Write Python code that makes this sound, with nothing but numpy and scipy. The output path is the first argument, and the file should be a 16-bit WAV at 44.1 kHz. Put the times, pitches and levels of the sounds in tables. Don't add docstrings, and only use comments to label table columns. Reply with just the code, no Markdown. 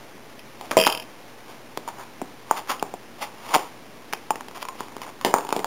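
import sys
import numpy as np
from scipy import signal
from scipy.fft import rfft, irfft
from scipy.io import wavfile

SR = 44100
rng = np.random.default_rng(int(sys.argv[2]) if len(sys.argv) > 2 else 0)


def output_pcm(signal):
    pcm = np.clip(np.atleast_2d(signal).T, -1, 1) * 32767
    wavfile.write(sys.argv[1], SR, np.round(pcm).astype(np.int16))


N = 249606
T = np.arange(SR // 2) / SR

# frequency in Hz, relative density in dB per Hz.
HUSH_SPECTRUM = [(20, -21.5), (60, -18.5), (140, -5.5), (250, 2), (450, -1), (800, -3.5), (1050, -5),
                 (1400, -9.5), (2200, -9.5), (3800, -17.5)]
# frequency in Hz, rms level in dB.
HUM_PARTIALS = [(119, -62), (238, -63.5)]
# frequency in Hz, T60 in seconds.
ROOM_DECAY = [(150, 0.28), (600, 0.34), (1200, 0.36), (3500, .26)]
# frequency in Hz, relative level in dB.
WALL_SPECTRUM = [(150, 0), (380, 4), (1050, -0.5), (1650, -2.5), (2400, -3), (3500, -2)]
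# start in seconds, relative level in dB.
HANDLE_CLACKS = [(.392, -35), (2.796, -31.5), (4.135, -21.5), (5.248, -14.5)]
# frequency in Hz, relative level in dB, T60 in seconds.
HANDLE_MODES = [(1670, -17, 0.071), (2080, -16.5, 0.052), (2518, -5, 0.067), (2560, -10.5, 0.078),
                (2660, -10.5, 0.095), (2810, -4.5, 0.055), (3120, -0.5, 0.052), (3180, -3, 0.033),
                (3470, -17, 0.019)]
# frequency in Hz, relative level in dB, T60 in seconds.
TABLE_MODES = [(198, -20.5, 0.44), (310, -28, 0.071), (403, -10, 0.19), (470.6, -15.5, 0.59),
               (500, -2, 0.081), (544, -4.5, 0.16), (639.3, 1, 0.2), (955, -17, 0.35), (1197, -20, 0.14)]
# frequency in Hz, relative density in dB per Hz.
CRACK_SPECTRUM = [(200, -1.5), (700, -4), (1250, 0), (1650, -2.5), (2300, 2.5), (3100, 0), (3600, 2),
                  (4200, -13)]
# start in seconds, relative level in dB, panel pitch in Hz,
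# ring T60 in seconds, relative body level in dB, relative crease level in dB.
SHEET_SNAPS = [(.611, -27.5, 810, 0.015, -5.5, 2.5), (.711, -21, 620, 0.011, -10, 10.5),
               (.715, -17.5, 1200, 0.013, 1.5, 4.5), (.769, -6, 990, 0.016, -8.5, 2),
               (.8676, -6, 900, 0.014, -2, 2.5), (.874, -13.5, 936, 0.011, -6.5, 6.5),
               (1.774, -13.5, 897, 0.0054, -4, -3), (1.877, -23, 975, 0.015, -13, -3),
               (2.216, -20, 728, 0.013, -7.5, -12), (2.22, -24, 282, 0.029, -14, -15),
               (2.511, -3.5, 912, 0.012, -15, -30), (2.826, -13, 816, .013, 0, -6),
               (2.939, -23.5, 760, .018, 3, -7.5), (4.127, -18.5, 1140, 0.0034, -13, 1.5),
               (4.134, -19, 862, 0.015, -0.5, 9.5), (4.306, -10.5, 865, 0.025, -9.5, -5.5),
               (4.357, -22.5, 980, 0.0055, -6, 1.5), (4.408, -24.5, 980, .012, -10.5, 0),
               (4.484, -30.5, 910, 0.012, 1.5, 7), (4.627, -21, 996, 0.0095, -22, 4),
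               (4.652, -26, 1080, .013, -10, 2.5), (4.686, -26, 1044, 0.033, -13, 7),
               (4.806, -17, 1010, 0.0097, -4.5, -11), (4.966, -22, 925, 0.0058, -2.5, -3),
               (5.017, -31, 1023, 0.023, -3, 9), (5.212, -26, 1096, .014, -17, 0),
               (5.2484, -7.5, 850, 0.009, -4.5, 3.5), (5.340, 1, 856, 0.0069, -10, -8),
               (5.384, -21, 933, 0.017, -6, 5), (5.4495, -24.5, 930, 0.017, 3, 0.5),
               (5.490, -21, 900, 0.019, -2, 4), (5.526, -4, 966, 0.0059, -9, -4),
               (5.564, -18, 716, 0.019, 7.5, 2), (5.592, -21, 876, .011, 9, 6),
               (5.6445, -11.5, 884, 0.0096, -25, -4)]
# frequency in Hz, relative level in dB, T60 in seconds.
BODY_MODES = [(211, -11.5, 0.022), (290, -3.5, 0.019), (384, -4, .022)]
# time in seconds, relative level in dB.
SNAP_ROOM_SHARE = [(.72, -4), (.87, -7), (2.2, -13), (4.3, -11.5), (4.95, -9.5), (5.25, -0.5), (5.34, -6.5),
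                   (5.6, -7)]
# peak time in seconds, relative level in dB, swell time constant
# in seconds, fade time constant in seconds, panel pitch in Hz, relative rasp level in dB.
DRAG_STROKES = [(.66, -49.5, 0.061, .048, 873, 3.5), (1.5, -46, 0.033, 0.046, 833, -2),
                (1.886, -31, .006, 0.0096, 977, -5.5), (2.004, -38.5, 0.029, 0.033, 926, -8.5),
                (2.528, -35, .028, 0.027, 995, -7), (2.576, -29, 0.011, 0.017, 904, -1.5),
                (2.703, -23, 0.0099, .02, 1044, -0.5), (3.229, -31.5, .015, 0.017, 803, 4),
                (3.554, -32, .07, .05, 886, 0), (3.547, -19.5, 0.0073, 0.0078, 930, -2),
                (4.557, -40, .01, .022, 995, 1), (4.623, -43, .012, 0.013, 960, 9),
                (4.8, -48, 0.022, 0.047, 1024, 7.5), (5.036, -37, .015, 0.015, 920, -2),
                (5.082, -39.5, 0.019, 0.02, 840, -11), (5.57, -43, 0.11, 0.037, 664, -15)]
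# frequency in Hz, relative density in dB per Hz.
RASP_SPECTRUM = [(100, -47), (250, -8.5), (500, -3), (1250, 1), (1600, -8), (2000, -0.5), (2700, 0.5),
                 (3600, 0), (4200, -11)]
# start in seconds, end in seconds, mean relative level in dB.
CRINKLE_SPELLS = [(4.45, 5.1, -36.5), (5.35, 5.62, -26.5)]

HUSH_DB = -45
ROCK_START_S, ROCK_PERIOD_S, ROCK_DB, FAR_SIDE_DB = .7748, .02485, -11.5, -0.5
ROCK_HOLD = 1.24
KNOCK_S, KNOCK_DB = .769, -8
BURST_S, BURST_DB, BURST_GAP_S, BURST_T60_S = 3.5425, -10, .0064, 0.017
BURST_CRACK_DB, BURST_DULLING_DB, BURST_BODY_DB, BURST_ROOM_DB = 5.5, -2.5, -14, -14
BURST_HZ, BURST_SAG_OCT, BURST_BODY_RISE_DB = 1045, .16, 4.5
CRINKLES_PER_S, CRINKLE_SPREAD_DB = 16, 4
PANEL_HZ, PANEL_SPREAD_OCT = 932, 0.16
CLOCK_HZ, EDGE_HZ = 8000, 15900
STEPS = 128


def amp(db):
    return 10 ** (np.asarray(db) / 20)


def unit(x):
    return x / np.sqrt(np.mean(x ** 2) + 1e-20)


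def read(points, hz):
    f, value = np.transpose(points)
    return np.interp(np.log(hz + 1), np.log(f + 1), value)


def colour(x, spectrum):
    gain = amp(read(spectrum, np.fft.rfftfreq(len(x), 1 / SR)))
    return unit(irfft(rfft(x) * gain, len(x)))


def add(mix, start_s, sound):
    part = mix[round(start_s * SR):][:len(sound)]
    part += sound[:len(part)]


def dying(t60_s):
    return np.exp(-np.log(1000) * T / np.maximum(t60_s, 1e-3))


def ring(modes, spread_db=0):
    out = 0
    for hz, db, t60_s in modes:
        strength = amp(db + spread_db * rng.standard_normal())
        out = out + strength * dying(t60_s) * np.sin(2 * np.pi * hz * T)
    return out


def in_room(x, wet_db, onset_s=0.0028):
    hz, t, z = signal.stft(rng.standard_normal(len(T)), SR, nperseg=256)
    decay = np.exp(-np.log(1000) * t / read(ROOM_DECAY, hz)[:, None])
    z = z * amp(read(WALL_SPECTRUM, hz))[:, None] * decay
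    tail = signal.istft(z, SR, nperseg=256)[1][:len(T)]
    tail = tail * (1 - np.exp(-(T / onset_s) ** 2))
    tail = tail / np.linalg.norm(dying(ROOM_DECAY[-1][1]))
    return x + amp(wet_db) * signal.fftconvolve(x, tail)[:len(x)]


def background():
    t = np.arange(N) / SR
    hum = np.zeros(N)
    for hz, db in HUM_PARTIALS:
        hum += amp(db) * np.sqrt(2) * np.sin(2 * np.pi * (hz * t + rng.random()))
    return amp(HUSH_DB) * colour(rng.standard_normal(N), HUSH_SPECTRUM) + hum


def rocking(count=11, far_count=4):
    near = []
    for k in range(count):
        swing = 1 - (k / count) ** ROCK_HOLD
        near.append((ROCK_START_S + k * ROCK_PERIOD_S, ROCK_DB + 20 * np.log10(swing)))
    far = [(s + ROCK_PERIOD_S / 2, db + FAR_SIDE_DB) for s, db in near[:far_count]]
    return near + far


def grip(contact_s=0.0037, rest_db=-6):
    return amp(np.interp(T, [contact_s, contact_s + 0.0011], [0, rest_db]))


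def handle(ring_db=-4.0, tick_db=-7, table_db=-29, wet_db=-12, spread_db=0.6):
    out = np.zeros(N)
    for start_s, db in rocking() + HANDLE_CLACKS:
        tick = colour(rng.standard_normal(len(T)), CRACK_SPECTRUM) * dying(.012)
        metal = np.zeros(len(T))
        for hz, mode_db, t60_s in HANDLE_MODES:
            strength = amp(mode_db + spread_db * rng.standard_normal())
            metal += strength * dying(t60_s) * np.sin(2 * np.pi * (hz * T + rng.random()))
        clack = amp(ring_db) * metal * grip() + amp(tick_db) * tick
        clack += amp(table_db) * ring(TABLE_MODES, spread_db=6)
        add(out, start_s, amp(db) * in_room(clack, wet_db))
    return out


def snap(db, hz, t60_s, body_db, crease_db, wet_db, give_s=0.00027, body_give_s=.0014,
         crack_t60_s=0.011, crack_db=-4, overtone=1.22, overtone_db=-11):
    panel = -2 * ring([(hz, 0, t60_s), (hz * overtone, overtone_db, t60_s)])
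    panel = panel * (1 - np.exp(-T / give_s)) ** 2
    body = ring(BODY_MODES) * (1 - np.exp(-T / body_give_s))
    crack = colour(rng.standard_normal(len(T)), CRACK_SPECTRUM) * dying(crack_t60_s)
    dry_snap = panel + amp(body_db) * body + amp(crease_db + crack_db) * crack
    return amp(db) * in_room(dry_snap, wet_db)


def snaps():
    out = np.zeros(N)
    for start_s, db, hz, t60_s, body_db, crease_db in SHEET_SNAPS:
        wet_db = np.interp(start_s, *np.transpose(SNAP_ROOM_SHARE))
        add(out, start_s, snap(db, hz, t60_s, body_db, crease_db, wet_db))
    return out


def strokes(fibres_per_s=2900, uneven_db=3.0, width_hz=300, wet_db=-9):
    out = np.zeros(N)
    t = T - T[-1] / 2
    for peak_s, db, swell_s, fade_s, hz, rasp_db in DRAG_STROKES:
        strength_db = uneven_db * np.minimum(rng.exponential(1, len(T)), 4)
        size = rng.choice([-1, 1], len(T)) * amp(strength_db)
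        ticks = size * (rng.random(len(T)) < fibres_per_s / SR)
        mode = np.exp(-np.pi * width_hz * T) * np.cos(2 * np.pi * hz * T)
        panel = unit(signal.fftconvolve(ticks, mode)[:len(T)])
        rasp = amp(rasp_db) * colour(ticks, RASP_SPECTRUM)
        pressure = np.exp(-abs(t) / np.maximum(np.where(t < 0, swell_s, fade_s), 1e-3))
        add(out, peak_s + t[0], amp(db) * in_room(pressure * (panel + rasp), wet_db))
    return out


def table(wet_db=-15, echo_s=0.021, echo_db=-9, echo_t60_s=0.055, held_s=0.07, held_db=-8):
    out = np.zeros(N)
    damping_db = np.interp(T, [held_s - .01, held_s + 0.022], [0, held_db])
    knock = ring(TABLE_MODES) * amp(KNOCK_DB + damping_db)
    add(out, KNOCK_S, in_room(knock, wet_db))
    add(out, KNOCK_S + echo_s, amp(echo_db) * knock * dying(echo_t60_s))
    return out


def burst(count=4):
    out = np.zeros(N)
    for k in range(count):
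        hz = BURST_HZ * 2 ** (-k * BURST_SAG_OCT)
        body_db = BURST_BODY_DB + k * BURST_BODY_RISE_DB
        crease_db = BURST_CRACK_DB + k * BURST_DULLING_DB
        strand = snap(BURST_DB, hz, BURST_T60_S, body_db, crease_db, BURST_ROOM_DB)
        add(out, BURST_S + k * BURST_GAP_S, strand)
    return out


def crinkles(t60_s=.011, body_db=-5, crease_db=0, wet_db=-4):
    out = np.zeros(N)
    for start_s, end_s, mean_db in CRINKLE_SPELLS:
        for slot_s in np.arange(start_s, end_s, 1 / CRINKLES_PER_S):
            late, size, pitch = rng.random(3)
            hz = PANEL_HZ * 2 ** (PANEL_SPREAD_OCT * (2 * pitch - 1))
            db = mean_db + CRINKLE_SPREAD_DB * (2 * size - 1)
            add(out, slot_s + late / CRINKLES_PER_S, snap(db, hz, t60_s, body_db, crease_db, wet_db))
    return out


def scene(low_cut_hz=160):
    events = handle() + snaps() + strokes() + table() + burst() + crinkles()
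    low_cut = signal.butter(3, low_cut_hz, "highpass", fs=SR, output="sos")
    return (signal.sosfilt(low_cut, events) + background())[None]


def record(dry, input_hz=3900):
    soft = signal.sosfilt(signal.butter(4, input_hz, fs=SR, output="sos"), dry[0])
    held_at = np.floor(np.arange(N) * CLOCK_HZ / SR) * SR / CLOCK_HZ
    held = np.interp(held_at, np.arange(N), soft)
    stairs = np.floor(np.clip(held, -1, 1) * STEPS) / STEPS
    edge = signal.firwin(255, EDGE_HZ, window=("kaiser", 7), fs=SR)
    return signal.oaconvolve(stairs, edge, "same")[None]


dry = scene()
out = record(dry)
output_pcm(out)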